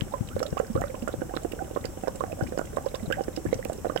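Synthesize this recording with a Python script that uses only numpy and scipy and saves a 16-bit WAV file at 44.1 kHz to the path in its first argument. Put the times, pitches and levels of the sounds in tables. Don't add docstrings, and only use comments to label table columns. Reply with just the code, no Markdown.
import sys
import numpy as np
from scipy import signal
from scipy.fft import rfft, irfft, next_fast_len
from scipy.io import wavfile
from scipy.ndimage import map_coordinates

SR = 44100
rng = np.random.default_rng(int(sys.argv[2]) if len(sys.argv) > 2 else 0)


def persist_wave(psi):
    counts = np.round(np.clip(psi, -1, 1) * 32767).astype(np.int16)
    wavfile.write(sys.argv[1], SR, np.atleast_2d(counts).T)


N = 176400
T = np.arange(SR // 8) / SR

# (frequency [Hz], relative level [dB])
RUMBLE_COLOUR = [(22, -7), (40, 5.5), (80, 6), (250, -3), (420, -10.5), (510, -4.5), (650, -13), (780, -10),
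                 (880, -15.5), (1500, -21.5), (3000, -48.5)]
HISS_COLOUR = [(500, 2.5), (1500, 2.5), (3000, 0.5), (4600, -7.5), (5500, 4.5), (6600, 2), (7700, 8.5),
               (8600, 5), (9400, -3), (10300, 0), (13000, -1), (16000, -1.5)]
# (frequency [Hz], level [dB])
FAN_TONES = [(41.6, -56), (6181, -73.5)]
# (time [s], relative level [dB], pitch [Hz], t60 [s], rise over the t60 [share of pitch])
RINGING_BUBBLES = [(0.0095, -20, 3020, 0.006, 0.0), (0.138, -24, 988, 0.05, 0.074),
                   (0.1372, -22.5, 553, 0.043, 0), (0.3647, -19.5, 520, 0.033, 0.0),
                   (0.4038, -20.5, 650, 0.007, 0.067), (0.4278, -29.5, 1270, 0.028, 0.16),
                   (0.4289, -20.5, 597, 0.03, 0.0), (0.4533, -29, 516, 0.063, 0.73),
                   (0.5689, -28.5, 964, 0.061, 1.26), (0.57, -19.5, 600, 0.021, 1.87),
                   (0.5992, -29.5, 1270, 0.016, 0.3), (0.6016, -18.5, 530, 0.019, 0.15),
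                   (0.6998, -22.5, 214, 0.065, 0.12), (0.7536, -32, 1127, 0.051, 0.22),
                   (0.754, -18.5, 334, 0.024, 0.76), (0.7613, -20.5, 468, 0.04, 0.45),
                   (0.7748, -32, 1220, 0.032, 0.54), (0.7744, -30, 468, 0.079, 1.24),
                   (0.8181, -16.5, 640, 0.016, 1.2), (0.823, -44, 1750, 0.068, 0.71),
                   (0.8387, -23, 528, 0.053, 0.29), (0.8392, -26, 1140, 0.013, 0.33),
                   (0.896, -31, 523, 0.077, 0), (0.9459, -32.5, 975, 0.031, 0.055),
                   (1.0222, -26, 224.5, 0.071, 0.094), (1.0793, -31.5, 1360, 0.035, 0.2),
                   (1.0762, -22, 587, 0.033, 0.15), (1.0764, -20, 1060, 0.0059, 0.87),
                   (1.2175, -36, 1510, 0.019, 0), (1.2176, -31.5, 488, 0.083, 0),
                   (1.339, -31, 963, 0.029, 0.64), (1.3719, -23, 1220, 0.0081, 0.2),
                   (1.4517, -25, 410.0, 0.037, 0.57), (1.5905, -36.5, 1490, 0.02, 0),
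                   (1.762, -19, 533, 0.021, 0.53), (1.762, -28.5, 975, 0.045, 0.74),
                   (1.7722, -18.5, 477, 0.018, 0.36), (2.0352, -25, 745, 0.037, 0.14),
                   (2.0736, -18, 625, 0.013, 0), (2.0761, -26.5, 890, 0.039, 0.5),
                   (2.0809, -17, 514, 0.026, 0), (2.2067, -22.5, 968, 0.036, 0.79),
                   (2.2084, -25, 522, 0.025, 0.15), (2.2387, -17, 665, 0.013, 0.65),
                   (2.4082, -25.5, 710, 0.044, 0.56), (2.4089, -33, 1422, 0.03, 0.38),
                   (2.5764, -17, 546, 0.016, 0), (2.585, -41, 1418, 0.073, 0.072),
                   (2.5946, -37, 940, 0.046, 0.21), (2.5932, -15.5, 620, 0.014, 0.27),
                   (2.6133, -23.5, 494, 0.023, 1.8), (2.614, -39, 1260, 0.03, 0.18),
                   (2.7705, -17, 554, 0.027, 0.21), (2.7709, -21.5, 1056, 0.02, 0.037),
                   (2.7836, -19.5, 606, 0.015, 0.88), (2.8622, -18, 537, 0.041, 0.06),
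                   (2.942, -22, 520, 0.028, 0.0), (2.948, -35, 1003, 0.04, 0.24),
                   (3.027, -26.5, 216, 0.078, 0), (3.111, -23.5, 509, 0.045, 0),
                   (3.1111, -26, 1230, 0.012, 0.72), (3.124, -29, 1497, 0.051, 0.59),
                   (3.1248, -25.5, 2750, 0.018, 0.62), (3.139, -38, 1800, 0.02, 1.1),
                   (3.1702, -29, 562, 0.065, 0.21), (3.1816, -26, 755, 0.087, 0.21),
                   (3.3754, -29.5, 304, 0.067, 0.49), (3.4529, -21, 309, 0.034, 0.7),
                   (3.462, -40, 1680, 0.025, 0.094), (3.529, -35, 2050, 0.03, 0.32),
                   (3.5281, -18, 487, 0.04, 0.17), (3.5902, -26.5, 505, 0.052, 0.1),
                   (3.627, -36, 1840, 0.015, 0.3), (3.698, -19, 553, 0.028, 0.95),
                   (3.8468, -20, 650, 0.023, 1), (3.855, -17, 548, 0.021, 1.26),
                   (3.8975, -26.5, 1050, 0.029, 0.94), (3.898, -29.5, 594, 0.05, 0.099),
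                   (3.9607, -30, 1540, 0.017, 0), (3.9622, -17, 645, 0.017, 0.78),
                   (3.9753, -23.5, 3040, 0.01, 0.1)]
# (time [s], relative level [dB])
LARGE_POPS = [(0.5275, -23), (0.5996, -15.5), (0.7552, -31), (0.943, -27.5), (1.024, -30.5), (1.09, -24.5),
              (1.1397, -24.5), (1.2182, -22), (1.2933, -27.5), (1.3382, -23.5), (1.365, -23), (1.448, -21),
              (1.5348, -26), (1.622, -24), (1.711, -26), (1.848, -25.5), (1.9733, -25), (2.0357, -24.5),
              (2.151, -27.5), (2.2065, -25), (2.329, -26), (2.389, -33), (2.4101, -20.5), (2.4367, -23),
              (2.5224, -24.5), (3.102, -18.5), (3.1934, -26.5), (3.208, -22.5), (3.2825, -21),
              (3.3749, -19.5), (3.4573, -25.5), (3.5281, -20.5), (3.6548, -22.5), (3.7206, -26.5),
              (3.8666, -22), (3.8975, -24.5), (3.921, -30), (3.9599, -19)]
# (frequency [Hz], relative level [dB], t60 [s])
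TUBE_MODES = [(330.6, 4, 0.016), (500.4, 3.5, 0.026), (760, -45, 0.0023), (746, -14, 0.082),
              (1092, -37, 0.13), (1594, -21, 0.018), (2170, -50, 0.03), (2925, -29.5, 0.066)]
# (frequency [Hz], gain [dB])
SPLASH_COLOUR = [(500, -13), (1500, 16), (3000, -27), (3500, -45), (16000, -22)]
# (time [s], relative level [dB])
AIR_PUFFS = [(0.02, -16), (0.209, -15), (0.353, -23), (0.525, -18), (0.752, -13.5), (0.778, -18),
             (0.805, -20.5), (1.186, -23.5), (2.425, -10), (3.078, -18.5), (3.465, -20), (3.484, -20.5),
             (3.555, -23.5)]
UPPER_MODES = [1547, 2040, 2960, 3830, 5300, 7300]
# (time [s], relative level [dB], pitch [Hz], offset of the bright snap [dB])
FOAM_TICKS = [(0.2874, -39.5, 2900, -3), (0.3927, -38.5, 3900, 6), (0.429, -30.5, 5520, -21),
              (0.4638, -34.5, 3850, -27), (0.577, -35, 2720, -22), (0.591, -37, 6960, -22),
              (0.8108, -39.5, 6860, 5), (1.0213, -43, 2860, -24), (1.079, -36.5, 7440, -17),
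              (1.3654, -32, 3940, -32), (1.433, -42, 7200, -7), (1.5194, -35.5, 2630, 1),
              (1.841, -40, 2260, -24), (1.8532, -31, 4960, -14), (2.0788, -39, 5420, -27),
              (2.157, -39, 7480, -21), (2.3203, -39, 2610, -19), (2.471, -41.5, 2470, -24),
              (2.576, -39.5, 5280, -22), (2.586, -36, 7050, -18), (2.7658, -39.5, 8000, -15),
              (2.9462, -33, 3860, -18), (2.9547, -36, 5180, -20), (3.1238, -30, 2855, -1.5),
              (3.236, -41, 5270, -21), (3.3625, -32.5, 5200, -26), (3.529, -39, 3900, -20),
              (3.542, -34, 5730, -20), (3.6489, -35.5, 2650, 5.5), (3.7298, -37.5, 7900, -7),
              (3.961, -36, 5260, -22), (3.9742, -32.5, 3020, -33)]
# (frequency [Hz], gain [dB])
CRACK_COLOUR = [(300, -54), (1500, -3), (2400, -10.5), (2900, 8.5), (3350, -16), (3800, -9), (4600, -7.5),
                (5400, 1.5), (6400, -32), (7300, 3), (9300, -35), (16000, -12)]
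# (time [s], level [dB], starting pitch [Hz])
SWELLING_BUBBLES = [(0.108, -37, 726), (0.3, -49, 1136), (0.406, -29, 478), (0.792, -34, 614.4),
                    (1.298, -35.5, 672), (1.41, -38.5, 557), (1.588, -29, 611), (2.296, -35.5, 537),
                    (2.372, -34.5, 528), (2.524, -34.5, 423), (2.835, -35, 770)]
# (frequency [Hz], gain [dB])
NEAR_PORT = [(100, -3), (300, 4.5), (800, 1.5), (880, -4.5), (1020, 4), (1560, 9.5), (2400, 5), (2900, 2.5),
             (8000, 3)]
FAR_PORT = [(300, -10.5), (520, -15.5), (1000, -36.5), (3000, -52.5), (5500, -4), (7300, -6)]
# (frequency [Hz], t60 [s])
ROOM_DECAY = [(200, 0.14), (2000, 0.19), (10000, 0.073)]


def amp(db):
    return 10 ** (np.asarray(db) / 20)


def unit(x):
    return x / np.sqrt(np.mean(x ** 2) + 1e-20)


def along(points, hz):
    freqs, values = np.transpose(points)
    return np.interp(np.log(hz + 1), np.log(freqs + 1), values)


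def fade(t60, t=T):
    return np.exp(-np.log(1000) * t / t60)


def wobble(knots_per_s):
    return map_coordinates(rng.standard_normal(512), [np.arange(N) * knots_per_s / SR], mode="mirror")


def add(track, s, sound):
    start = int(np.clip(round(s * SR), 0, N))
    track[start:start + len(sound)] += sound[:N - start]


def coloured(x, points):
    size = 2 * next_fast_len(N // 2 + SR // 4)
    hz = np.fft.rfftfreq(size, 1 / SR)
    cepstrum = irfft(np.log(amp(along(points, hz))), size)
    cepstrum[1:size // 2] *= 2
    cepstrum[size // 2 + 1:] = 0
    return irfft(rfft(x, size) * np.exp(rfft(cepstrum)), size)[..., :N]


def ventilation(rumble_db=-41.5, hiss_db=(-51.5, -50.5)):
    airflow = rng.standard_normal(N) + amp(-1) * rng.standard_normal((2, N))
    rumble = unit(coloured(airflow, RUMBLE_COLOUR))
    hiss = unit(coloured(rng.standard_normal((2, N)), HISS_COLOUR))
    tones = np.zeros(N)
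    for hz, db in FAN_TONES:
        phase = 2 * np.pi * hz * np.arange(N) / SR + 2 * wobble(np.sqrt(hz) / 2)
        tones += amp(db) * np.sqrt(2) * np.sin(phase)
    return amp(rumble_db) * rumble + amp(hiss_db)[:, None] * hiss + tones


def bubble_ring(hz, t60, rise=0, blur=0.003):
    attack_s = 0.78 * t60 ** 2
    envelope = fade(t60) * (1 - np.exp(-T / attack_s))
    line_width_hz = blur * hz
    drift = np.cumsum(rng.standard_normal(len(T))) * np.sqrt(2 * np.pi * line_width_hz / SR)
    phase = 2 * np.pi * hz * (T + rise * T ** 2 / (2 * t60)) + drift
    return -envelope / envelope.max() * np.sin(phase)


def air_column(scatter_db=3, detune=0.032, attack_s=0.00065):
    hz, db, t60 = np.transpose(TUBE_MODES)[:, :, None]
    gain, shift = rng.standard_normal((2, len(TUBE_MODES), 1))
    modes = amp(db + scatter_db * gain) * fade(t60) * np.sin(2 * np.pi * hz * (1 + detune * shift) * T)
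    return -modes.sum(0) * (1 - np.exp(-T / attack_s))


def film_crack(t60, attack_s=0.00071):
    return fade(t60) * (1 - np.exp(-T / attack_s)) * rng.standard_normal(len(T))


def bursts():
    body, cracks = np.zeros((2, N))
    for s, db in LARGE_POPS:
        add(body, s, amp(db) * air_column())
    for s, db, hz, t60, rise in RINGING_BUBBLES:
        note = bubble_ring(hz, t60, rise) + amp(-14) * air_column()
        add(body, s, amp(db + 1) * note)
        splash_gain = amp(db - 23) * hz / (480 + hz / 2)
        add(cracks, s, splash_gain * film_crack(t60=0.034))
    return body + coloured(cracks, SPLASH_COLOUR)


def pressure_bump(width_s):
    offset = (T - 0.01) / width_s
    return (1 - offset ** 2) * np.exp(-offset ** 2 / 2)


def puffs(lead_s=0.00708, draught_db=-47):
    bumps, wake = np.zeros((2, N))
    bump = pressure_bump(width_s=0.002) + amp(-7) * pressure_bump(width_s=0.001)
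    for s, db in AIR_PUFFS:
        add(bumps, s - lead_s, amp(db - 2) * bump)
        add(wake, s, amp(db - 12.5) * fade(t60=0.14))
    eddy_colour = [(25, -13), (60, -2.5), (230, -0.5), (330, -7), (600, -33.5), (3000, -63)]
    eddies = unit(coloured(rng.standard_normal(N), eddy_colour))
    draught = amp(draught_db + 4 * wobble(12))
    return bumps + eddies * (wake + draught)


def simmer(per_s=36, level_db=-39, spread_db=2.5, centre_hz=480, cycles=20):
    out = np.zeros(N)
    times = rng.random(1200) * N / SR
    draws = np.clip(rng.standard_normal((1200, 3)), -2, 2)
    for s, (size, pitch, life) in zip(times[:int(per_s * N / SR)], draws):
        hz = centre_hz * 2 ** (pitch / 3)
        t60 = cycles / np.sqrt(hz * centre_hz) * 2 ** (life / 4)
        add(out, s, amp(level_db + spread_db * size) * bubble_ring(hz, t60, rise=0.45))
    return out


def foam(ring_t60=0.026, fizz_per_s=38, fizz_db=-49.5, spread_db=4):
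    notes, cracks = np.zeros((2, N))
    for s, db, hz, snap_db in FOAM_TICKS:
        note = amp(db + 0.5) * bubble_ring(hz, ring_t60, blur=0.088)
        snap = amp(db + snap_db + 1) * film_crack(t60=0.012)
        add(notes, s, note + snap)
        add(cracks, s, amp(db + 4) * film_crack(t60=0.028, attack_s=0.00076))
    times = rng.random(800) * N / SR
    sizes = np.clip(rng.standard_normal(800), -2, 2)
    pitches = rng.choice(UPPER_MODES, 800)
    for s, size, hz in zip(times[:int(fizz_per_s * N / SR)], sizes, pitches):
        plip = bubble_ring(hz, ring_t60, blur=0.12) + amp(-7) * film_crack(t60=0.004)
        add(notes, s, amp(fizz_db + spread_db * size) * plip)
    return notes + coloured(cracks, CRACK_COLOUR)


def swelling(length_s=0.0433, rise=0.381, flutter_per_s=220, flutter_db=4):
    out = np.zeros(N)
    envelope = np.sin(np.pi * np.minimum(T / length_s, 1))
    for s, db, hz in SWELLING_BUBBLES:
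        flutter, drift = [wobble(flutter_per_s)[:len(T)] for _ in range(2)]
        phase = 2 * np.pi * hz * (T + rise * T ** 2 / (2 * length_s)) + drift / 2
        add(out, s, amp(db + flutter_db * flutter) * envelope * np.sin(phase))
    return out


def classroom(x, wet_db=(-19.5, -14.5)):
    hz, t, spectrum = signal.stft(rng.standard_normal((2, SR // 2)), SR, nperseg=256)
    decay = fade(along(ROOM_DECAY, hz)[:, None], t)
    tail = signal.istft(spectrum * decay, SR, nperseg=256)[1]
    tail /= np.linalg.norm(tail[0])
    return amp(wet_db)[:, None] * signal.fftconvolve(x[None], tail, axes=1)[:, :N]


def scene():
    air = ventilation()
    air[0] += puffs()
    tube = bursts() + swelling() + simmer() + foam()
    left = coloured(tube, FAR_PORT)
    right = coloured(tube, NEAR_PORT)
    return np.array([left, right]) + classroom(right) + air


def record(dry):
    size = next_fast_len(N + SR // 2)
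    hz = np.fft.rfftfreq(size, 1 / SR)
    return irfft(rfft(dry, size) * (hz < 15950), size)[:, :N]


dry = scene()
out = record(dry)
persist_wave(out)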